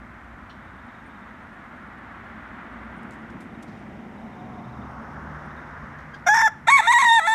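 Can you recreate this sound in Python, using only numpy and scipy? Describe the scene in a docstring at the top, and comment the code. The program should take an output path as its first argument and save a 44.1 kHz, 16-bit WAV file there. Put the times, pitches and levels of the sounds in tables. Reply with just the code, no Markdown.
"""Traffic hums beyond a garden and one vehicle swells past on a wash of tyre noise; an insect and a
small bird chirp faintly, metal is tapped, and something ticks and rustles. Then, as the road noise
sinks, a rooster on a fence a few metres off crows: one short note, then a long one that keeps breaking
between registers. Its syrinx buzzes through throat and beak, turning hoarse at every break, and the
walls and fences of the yard throw back dull echoes."""
import sys
import numpy as np
from scipy import signal
from scipy.fft import rfft, irfft
from scipy.io import wavfile
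from scipy.ndimage import uniform_filter1d

SR = 44100
rng = np.random.default_rng(int(sys.argv[2]) if len(sys.argv) > 2 else 0)


def dump_mix(stems):
    """Bounce the given channels to the path in sys.argv[1] as a 16-bit WAV at rate SR."""
    frames = np.atleast_2d(stems).T  # one column per channel
    limited = np.clip(frames, -1, 1)  # hard clip at full scale
    pcm = np.round(limited * 32767).astype(np.int16)
    wavfile.write(sys.argv[1], SR, pcm)


N = 323694
TIME = np.arange(N) / SR
FREQS = np.maximum(np.fft.rfftfreq(N, 1 / SR), 1)


def from_db(db):
    """Decibels to gain."""
    return 10 ** (np.asarray(db) / 20)


def response(points, hz):
    """Gain of an EQ curve at these frequencies."""
    at, db = np.transpose(points)
    return from_db(np.interp(np.log(hz), np.log(at), db))


def above(hz, edge_hz, order=16):
    """Soft high-pass gain: 0 well below the edge, 1 well above."""
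    return 1 / (1 + (edge_hz / hz) ** order)


def noise(gain):
    """Noise at unit rms, coloured by a gain at each frequency."""
    x = irfft(rfft(rng.standard_normal(N)) * gain, N)
    return x / np.sqrt(np.mean(x ** 2) + 1e-20)


def drift(rate):
    """Random modulation at unit rms, about rate changes a second."""
    return noise(1 / (1 + (FREQS / rate) ** 2))


def smooth(x, seconds):
    """Round off steps over about this time."""
    size = max(int(seconds * SR), 1)
    return uniform_filter1d(uniform_filter1d(x, size), size)


def within(start, end):
    """True between two moments."""
    return (TIME >= start) & (TIME < end)


def bell(peak_s, half_s):
    """Bell-shaped envelope that peaks at 1."""
    return np.exp(-((TIME - peak_s) / half_s) ** 2 / 2)


def phase_of(hz):
    """Running phase of a moving pitch, in radians."""
    return 2 * np.pi * np.cumsum(hz) / SR


def bouts(rows, fade_s=.08):
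    """Gain that fades in and out for each (start [s], end [s], level [dB])."""
    return sum(from_db(db) * smooth(1. * within(start, end), fade_s) for start, end, db in rows)


def swelling(steady_db, swells):
    """Gain of a steady bed with bell-shaped swells added in power."""
    swell_power = sum(from_db(db) ** 2 * bell(at, half) for at, half, db in swells)
    return np.sqrt(from_db(steady_db) ** 2 + swell_power)


def sinking(start_s=5.98, db_per_s=7.5):
    """Fade in dB: the road noise sinks as the crow begins."""
    return -db_per_s * np.maximum(TIME - start_s, 0)


def air(level_db=-68):
    """A faint, almost steady bed of outdoor hiss."""
    # colour of the hiss: (frequency [Hz], gain [dB])
    colour = [(300, 16.5), (2000, 7.5), (4000, 4.5), (6000, 4.5), (8000, 1.5), (10500, -3.5), (15500, -8)]
    return from_db(level_db + 0.23 * drift(2.0)) * noise(response(colour, FREQS))


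def ground_bounce(x, delay_s=.00036, level_db=-9):
    """A slightly later copy off the ground swells and fades, combing the sound."""
    later = np.interp(TIME - delay_s, TIME, x)
    return x + later * from_db(level_db) * bell(peak_s=4, half_s=.5)


def traffic(rumble_db=-57, drone_db=-48.5, roar_db=-48, throb_db=1.4):
    """Rumble, engine drone and tyre roar from the distant road, sinking gently at the end."""
    # colour of each layer: (frequency [Hz], gain [dB])
    rumble_eq = [(20, -40), (35, -5), (60, 7), (90, 5.5), (125, 0), (200, -50)]
    drone_eq = [(70, -37), (115, -9.5), (170, -6.5), (225, 1.5), (280, -7), (360, -11), (500, -27),
                (800, -24), (1500, -51)]
    roar_eq = [(250, -26), (500, -8.5), (750, -1), (1400, 2.5), (2000, -2), (2600, -15), (3600, -22.5),
               (4800, -36.5), (7000, -50), (12000, -59)]
    # swells as vehicles go by: (peak time [s], half length [s], level [dB])
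    rumble_swells = [(.38, 0.45, -52.5), (2.3, 0.37, -54), (5.1, 1, -50)]
    drone_swells = [(3.95, 0.83, -42)]
    roar_swells = [(1.2, 1, -49), (2.65, 0.54, -43.7), (5.7, 0.5, -51)]
    fade_db = sinking()
    rumble_gain = swelling(rumble_db, rumble_swells) * from_db(0.33 * fade_db)
    rumble = noise(response(rumble_eq, FREQS) * (1 - above(FREQS, 250, order=4)))
    drone_gain = swelling(drone_db, drone_swells) * from_db(0.47 * fade_db + throb_db * drift(35))
    drone = noise(response(drone_eq, FREQS) * (1 - above(FREQS, 1500, order=4)))
    roar_gain = swelling(roar_db, roar_swells) * from_db(0.47 * fade_db + .5 * drift(30))
    roar = ground_bounce(noise(response(roar_eq, FREQS)))
    return rumble_gain * rumble + drone_gain * drone + roar_gain * roar


def engines():
    """Single wavering engine notes rise out of the traffic and sink back."""
    # engine notes: (pitch [Hz], peak time [s], half length [s], level [dB])
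    notes = [(59.7, 0.19, 0.45, -49.5), (60, 2.63, 0.62, -50.5), (227.5, 3.08, 0.96, -47),
             (344, 3.38, 0.25, -52), (216, 4.75, 0.44, -48.5), (126.7, 4.72, 0.22, -43),
             (148, 5.52, 0.73, -43.5), (72, 5.23, 0.55, -46.5), (729, 4.55, 0.22, -47.5)]
    out = np.zeros(N)
    for hz, at, half, db in notes:
        swell = from_db(db + 3.1 * drift(7.5)) * bell(at, half)
        pitch = hz * (1 + 0.01498 * drift(10.1) + 0.0254 * drift(85.8))
        out += swell * np.sin(phase_of(pitch))
    return out


def passing_vehicle(closest_s=5.29, pass_s=0.6, tyres_db=-39.5, hiss_db=-28, low_hz=450):
    """Tyre noise swells past, brightening as its upper edge climbs."""
    # colour of the tyre hiss: (frequency [Hz], gain [dB])
    hiss_eq = [(1800, -14), (2700, 7.5), (4200, -4), (5400, 4), (6500, -1), (7600, -14), (15000, -20)]
    brighten_s, brighten_span_s, dull_hz, bright_hz = 4.85, 0.8, 820, 2120
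    level_db = tyres_db - 10 * np.log10(1 + ((TIME - closest_s) / pass_s) ** 2) + sinking()
    hz, frame_s, frames = signal.stft(noise(above(FREQS, low_hz, order=2)), SR, nperseg=1024)
    brightness = (1 + np.tanh((frame_s - brighten_s) / brighten_span_s)) / 2
    edge_hz = dull_hz + (bright_hz - dull_hz) * brightness
    low_pass = 1 - above(hz[:, None] + 1, edge_hz, order=14)
    makeup = np.sqrt(SR / 2 / np.maximum(edge_hz - low_hz, 100))   # evens the power as the band widens
    tyres = signal.istft(frames * low_pass * makeup, SR)[1][:N]
    hiss = from_db(hiss_db) * noise(response(hiss_eq, FREQS))
    return from_db(level_db) * (tyres + hiss)


def insect(pitch_hz=8800, width_hz=260, chirps_per_s=8.8):
    """An insect in the grass pulses a thin, high band of noise."""
    # bouts of chirping: (start [s], end [s], level [dB])
    chirping = [(.62, 2.05, -80), (2.7, 3.95, -79), (4.65, 5.8, -81.5)]
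    pulse = np.sin(phase_of(chirps_per_s * (1 + 0.1 * drift(4.4))) / 2) ** 6
    band = 1 / (1 + ((FREQS - pitch_hz) / width_hz * 2) ** 4)
    return bouts(chirping) * from_db(2 * drift(5.5)) * pulse * noise(band)


def small_bird(chirps_per_s=19.0, top_hz=3830, fall_hz=300):
    """A small bird far off sings quick runs of falling chirps."""
    # runs of song: (start [s], end [s], level [dB])
    runs = [(.6, 1.396, -66), (3.4, 4.05, -66.5), (4.15, 4.88, -63.5), (5.3, 5.75, -66)]
    cycle = np.cumsum(chirps_per_s * (1 + .2 * drift(8.7))) / SR % 1
    pitch = top_hz - fall_hz * cycle + 140 * drift(200.7) + 40 * drift(12)
    chirps = np.sin(np.pi * cycle) ** 2 * np.sin(phase_of(pitch))
    return bouts(runs) * from_db(2 * drift(17)) * chirps


def metal_tap(at_s=.497):
    """A light, distant tap sets something metal ringing briefly."""
    # modes of the metal: (frequency [Hz], level [dB], time to fall 60 dB [s])
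    modes = [(3030, -53, 0.16), (3170, -63, .12), (3450, -64, 0.092), (4130, -61, .12), (4290, -60, .12),
             (5550, -70, 0.37), (5640, -67, 0.22)]
    age = np.maximum(TIME - at_s, 0)
    return sum(from_db(db - np.minimum(60 * age / t60, 200)) * np.sin(2 * np.pi * hz * age)
               for hz, db, t60 in modes)


def ticks():
    """Dry ticks and rustles: short bursts of grainy noise, each with its own brightness."""
    # colour of the rustle: (frequency [Hz], gain [dB])
    rustle_eq = [(1500, 8), (3200, 8.5), (6200, -4.5), (12000, -8.5), (15500, -17)]
    # bursts: (time [s], level before filtering [dB], decay [s], band centre [Hz])
    bursts = [(.244, -58, .003, 8000), (.497, -55.5, 0.037, 3750), (3.02, -62, .02, 10000),
              (3.105, -52.5, 0.029, 8000), (3.301, -54, 0.0077, 6700), (3.403, -51.5, 0.022, 9000),
              (3.624, -43.5, 0.0096, 8500), (3.655, -61, 0.15, 6000), (5.98, -59, 0.034, 6000),
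              (6.14, -53.5, .03, 5100)]
    grain = noise(response(rustle_eq, FREQS)) * from_db(3.5 * drift(300))
    out = np.zeros(N)
    for at, db, decay, hz in bursts:
        decays_gone = np.maximum(TIME - at, 0) / decay
        envelope = np.minimum(5 * decays_gone, 1) * np.exp(-np.minimum(decays_gone, 30))
        band = signal.butter(1, [hz * 0.76, hz * 1.15], "band", fs=SR)
        out += 2 * signal.lfilter(*band, from_db(db) * envelope * grain)
    return out


def yard(x, tail_db=-33, t60=1.0, dull_hz=4500):
    """Adds a few dull echoes and a thin scatter from trees and grass."""
    # echoes off walls and fences: (delay [s], level [dB])
    echoes = [(.022, -20.5), (.061, -26.5), (.105, -32)]
    age = TIME[:SR // 2]
    impulse = rng.standard_normal(len(age)) * from_db(-60 * age / t60) * (age > .008)
    impulse *= from_db(tail_db) / np.sqrt(np.sum(impulse ** 2))
    for delay, db in echoes:
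        impulse[int(delay * SR)] += from_db(db)
    dulled = signal.lfilter(*signal.butter(1, dull_hz, fs=SR), impulse)
    return x + signal.fftconvolve(x, dulled)[:N]


def squeak(at_s=6.146, half_s=0.0065, pitch_hz=1620, level_db=-34.0, rolloff_db=-17):
    """A tiny, husky squeak from the throat just ahead of the crow."""
    phase = phase_of(pitch_hz * (1 + 0.0248 * drift(375)))
    tone = sum(from_db(rolloff_db * np.sqrt(k)) * np.sin((k + 1) * phase) for k in range(4))
    return from_db(level_db) * tone * bell(at_s, half_s)


def syrinx(syllables, low_ratio=.8, lock_s=0.02, lead_db_per_s=95, accent_s=0.013, unsteady_s=0.0099):
    """Tension and register set the pitch, level, colour and hoarseness of the voice."""
    # tension, one arch a syllable: (time [s], pitch of the middle register [Hz])
    tension = [(6.268, 890), (6.282, 885), (6.289, 805), (6.3, 835), (6.36, 885), (6.455, 888),
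               (6.475, 850), (6.5, 830), (6.67, 850), (6.704, 962), (6.722, 989), (6.745, 999),
               (6.768, 979), (6.789, 920), (6.814, 800), (6.86, 868), (6.915, 982), (6.94, 950), (7.0, 970),
               (7.063, 950), (7.105, 910), (7.15, 928), (7.18, 897), (7.22, 800), (7.275, 872),
               (7.339, 902)]
    # upward flips of the voice under strain: (start [s], end [s], pitch [ratio])
    flips = [(6.343, 6.376, 1.045), (6.39, 6.396, 1.07), (6.413, 6.42, 1.11), (6.7, 6.791, 1.125),
             (6.92, 6.935, 1.125), (6.986, 7.021, 1.125), (7.039, 7.045, 1.085)]
    # what each register adds; octave, ring and edge lift the second harmonic, upper mids and treble:
    # (level [dB], octave [dB], ring [dB], edge [dB], roughness [amount], period doubling [amount])
    registers = np.array([(-1.5, 4.5, 5, 3.5, 0, 0.24),   # low
                          (0, 0, 0.0077, 0, 0.062, 0.056),   # middle
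                          (-4, 1.5, -1.5, 3, 0.65, .5),   # flipped, within lock_s of a break
                          (1, 12.5, -8, 3.5, -0.12, 0)])   # a held flip locks into a clear, loud tone
    rows = np.array(syllables)
    rows[:, 1:3] += rows[:, :1]   # lengths to moments
    current = np.maximum(np.searchsorted(rows[:, 0], TIME) - 1, 0)
    _, crack_s, finish_s, lead_db, lead_octave_db, lead_rough = rows[current, :6].T
    level_db, accent_db, octave_db, ring_db, edge_db, doubling = rows[current, 6:].T
    lead_in = TIME < crack_s
    ratio = np.where(lead_in | (TIME > finish_s), low_ratio, 1.)
    since_fall = TIME.copy()
    for start, end, step in flips:
        ratio[within(start, end)] = step
        since_fall[TIME >= end] = TIME[TIME >= end] - end
    # falling back from a flip, the pitch overshoots and wobbles out
    wobble_hz, wobble_depth, wobble_s = 40.7, 0.031, 0.037
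    wobble = wobble_depth * np.exp(-since_fall / wobble_s) * np.cos(2 * np.pi * wobble_hz * since_fall)
    pitch = np.interp(TIME, *np.transpose(tension)) * ratio * (1 - wobble * (ratio == 1))

    breaks = np.concatenate([rows[:, :3].ravel(), np.array(flips)[:, :2].ravel()])
    from_break = np.min([np.abs(TIME - s) for s in breaks], axis=0)
    register = np.select([ratio < 1, ratio == 1, from_break < lock_s], [0, 1, 2], 3)
    push = np.exp(-np.abs(TIME - crack_s) / accent_s)
    unsteady = np.exp(-from_break / unsteady_s)   # hoarse on either side of a break
    controls = [np.where(lead_in, lead_db - lead_db_per_s * (crack_s - TIME), level_db + accent_db * push),
                np.where(lead_in, lead_octave_db, octave_db + push),
                ~lead_in * ring_db,
                ~lead_in * edge_db,
                lead_in * lead_rough + 0.43 * unsteady,
                ~lead_in * doubling + 0.3 * unsteady]
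    return pitch, controls + registers[register].T


def crow(syllables, throat, rasp_db, high_doubling_db, low_doubling_db=-15):
    """One note: the syrinx buzzes through the throat, stumbling and rasping at each register break."""
    jitter, waver, release_s = 0.02195, 0.00411, 0.0049
    shimmer_db, flutter_db, break_db, odd_db, hiss_db = 0.5, 3.5, -6, -5, -4
    start_s, end_s = syllables[0][0], syllables[-1][0] + syllables[-1][2]
    pitch, controls = syrinx(syllables)
    pitch = smooth(pitch, .002)
    level_db, octave_db, ring_db, edge_db, rough, doubling = [smooth(c, 0.0048) for c in controls]
    glide_speed = np.abs(np.gradient(np.log(pitch))) * SR
    breaking = smooth(np.clip(glide_speed / 32, 0, 1) ** 2, 0.003)
    rough = np.clip(rough + 0.37 * breaking, 0, 1.3)
    gate = smooth((TIME > start_s) * np.exp(-np.maximum(TIME - end_s, 0) / release_s), 0.0059)
    loudness = gate * from_db(level_db + break_db * breaking - shimmer_db * rough * drift(115))
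    phase = phase_of(pitch * (1 + waver * drift(75.0) + jitter * rough * drift(433)))
    on = gate > 1e-4
    low_flutter, high_flutter = drift(36), drift(57)
    voice, power, treble_power = np.zeros((3, N))
    for multiple in np.arange(2, 45) / 2:
        hz = multiple * pitch[on]
        upper, treble = above(hz, 2480), above(hz, 3970)
        lift_db = octave_db[on] * (multiple == 2) + ring_db[on] * (upper - treble) + edge_db[on] * treble
        gain = response(throat, hz) * from_db(lift_db)
        if multiple % 2 == 1:   # in the treble the odd harmonics are the weaker ones
            gain *= from_db(odd_db * above(hz, 4600))
        if multiple % 1:   # strong and weak cycles alternate, adding lines between the harmonics
            low_lines = doubling[on] * from_db(low_doubling_db)
            high_lines = np.sqrt(np.abs(doubling[on])) * from_db(high_doubling_db)
            gain *= low_lines * (1 - treble) + high_lines * treble
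        # each partial flutters on its own, the high ones most
        flutter = np.roll(high_flutter if multiple > 2 else low_flutter, rng.integers(N))[on]
        depth_db = flutter_db * (0.29 + 0.48 * upper + 0.5 * treble)
        partial = np.cos(multiple * phase[on] + rng.uniform(0, 2 * np.pi))
        voice[on] += gain * from_db(depth_db * flutter) * partial
        power[on] += gain ** 2 / 2
        treble_power[on] += treble * gain ** 2 / 2
    # turbulence, before the throat colours it: (frequency [Hz], gain [dB])
    rasp_eq = [(500, -27), (900, -12.5), (1400, 0.5), (1850, -5), (2350, 14.5), (2900, 7), (6000, 7)]
    colour = response(throat, FREQS) * above(FREQS, 700, order=8)
    rasp = from_db(rasp_db) * rough ** 1.5 * np.sqrt(power) * noise(colour * response(rasp_eq, FREQS))
    hiss = from_db(hiss_db) * rough ** .8 * np.sqrt(treble_power) * noise(colour * above(FREQS, 4500))
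    breath = (rasp + hiss) * (1 + 0.093 * np.cos(phase))   # pulses lightly once a cycle
    return loudness * (voice + breath) / np.sqrt(power + 1e-12)


def hollows(x, notches):
    """Side branches of the airway swallow narrow bands of the voice."""
    for hz, width_hz in notches:
        band = [hz - width_hz / 2, hz + width_hz / 2]
        x = signal.sosfilt(signal.butter(2, band, "bandstop", fs=SR, output="sos"), x)
    return x


def rooster(beak_wide_s=6.6):
    """A squeak, a short note through a half-open beak, then a long one with the beak wide."""
    # throat response for each beak opening: (frequency [Hz], gain [dB])
    half_open = [(500, -50), (720, 6), (900, 4.5), (1400, 1.5), (1700, 8), (2150, -10), (2650, -30),
                 (3100, -32), (3500, -17.5), (3900, -41), (4500, -44), (5700, -16), (6400, -24.5),
                 (7100, -29), (9200, -43.5), (11800, -40.5), (15500, -54)]
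    wide_open = [(550, -30), (720, 0), (900, 0), (1400, -6.5), (1950, 2), (2250, -8.5), (2600, -22),
                 (3050, -34), (3680, -10), (4100, -28), (4450, -33), (5000, -45), (5600, -33),
                 (6500, -25.5), (7000, -37), (7650, -20.5), (8700, -35), (11200, -40.5), (12700, -54),
                 (13800, -48), (15500, -52)]
    # bands that the airway swallows: (centre [Hz], width [Hz])
    half_open_notches = [(3950, 420)]
    wide_open_notches = [(3050, 160), (5000, 280)]
    # each syllable swells through a lead-in in the low register, then cracks up into the middle one:
    # (start [s], lead-in length [s], whole length [s]; lead-in: level [dB], octave [dB], roughness [0-1];
    #  after the crack: level [dB], accent [dB], octave [dB], ring [dB], edge [dB], period doubling [0-1])
    syllables = [(6.267, 0.019, 0.21, -13, -4.5, 0.55, -14, 4, 0, 3.5, 4.5, .08),
                 (6.673, 0.0094, 0.16, -16, 7, 0.661, -12, 5, -4.5, -2.5, -2, .15),
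                 (6.809, .062, .389, -23, 5, 1, -13.5, 0.5, -3, 1, 0.5, 0.024),
                 (7.199, 0.073, .2, -19.5, 3, 0.13, -17, 3.5, -1, -0.5, 2.5, 0.88)]
    first = [row for row in syllables if row[0] < beak_wide_s]
    rest = [row for row in syllables if row[0] > beak_wide_s]
    short = crow(first, half_open, rasp_db=-4.5, high_doubling_db=-3)
    long = crow(rest, wide_open, rasp_db=-7, high_doubling_db=-8.5)
    return hollows(short, half_open_notches) + hollows(long, wide_open_notches) + squeak()


def scene():
    """The rooster and the ticks echo in the yard, over the road and the faint garden sounds."""
    voice, bed = rooster(), air()
    foreground = yard(voice + ticks())
    road = traffic() + engines() + passing_vehicle()
    garden = insect() + small_bird() + metal_tap()
    return (bed + road + garden + foreground)[None]


def record(dry, cutoff_hz=15400):
    """A steep low-pass takes off the very top."""
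    return signal.sosfilt(signal.ellip(10, .2, 80, cutoff_hz, fs=SR, output="sos"), dry)


dry = scene()
out = record(dry)
dump_mix(out)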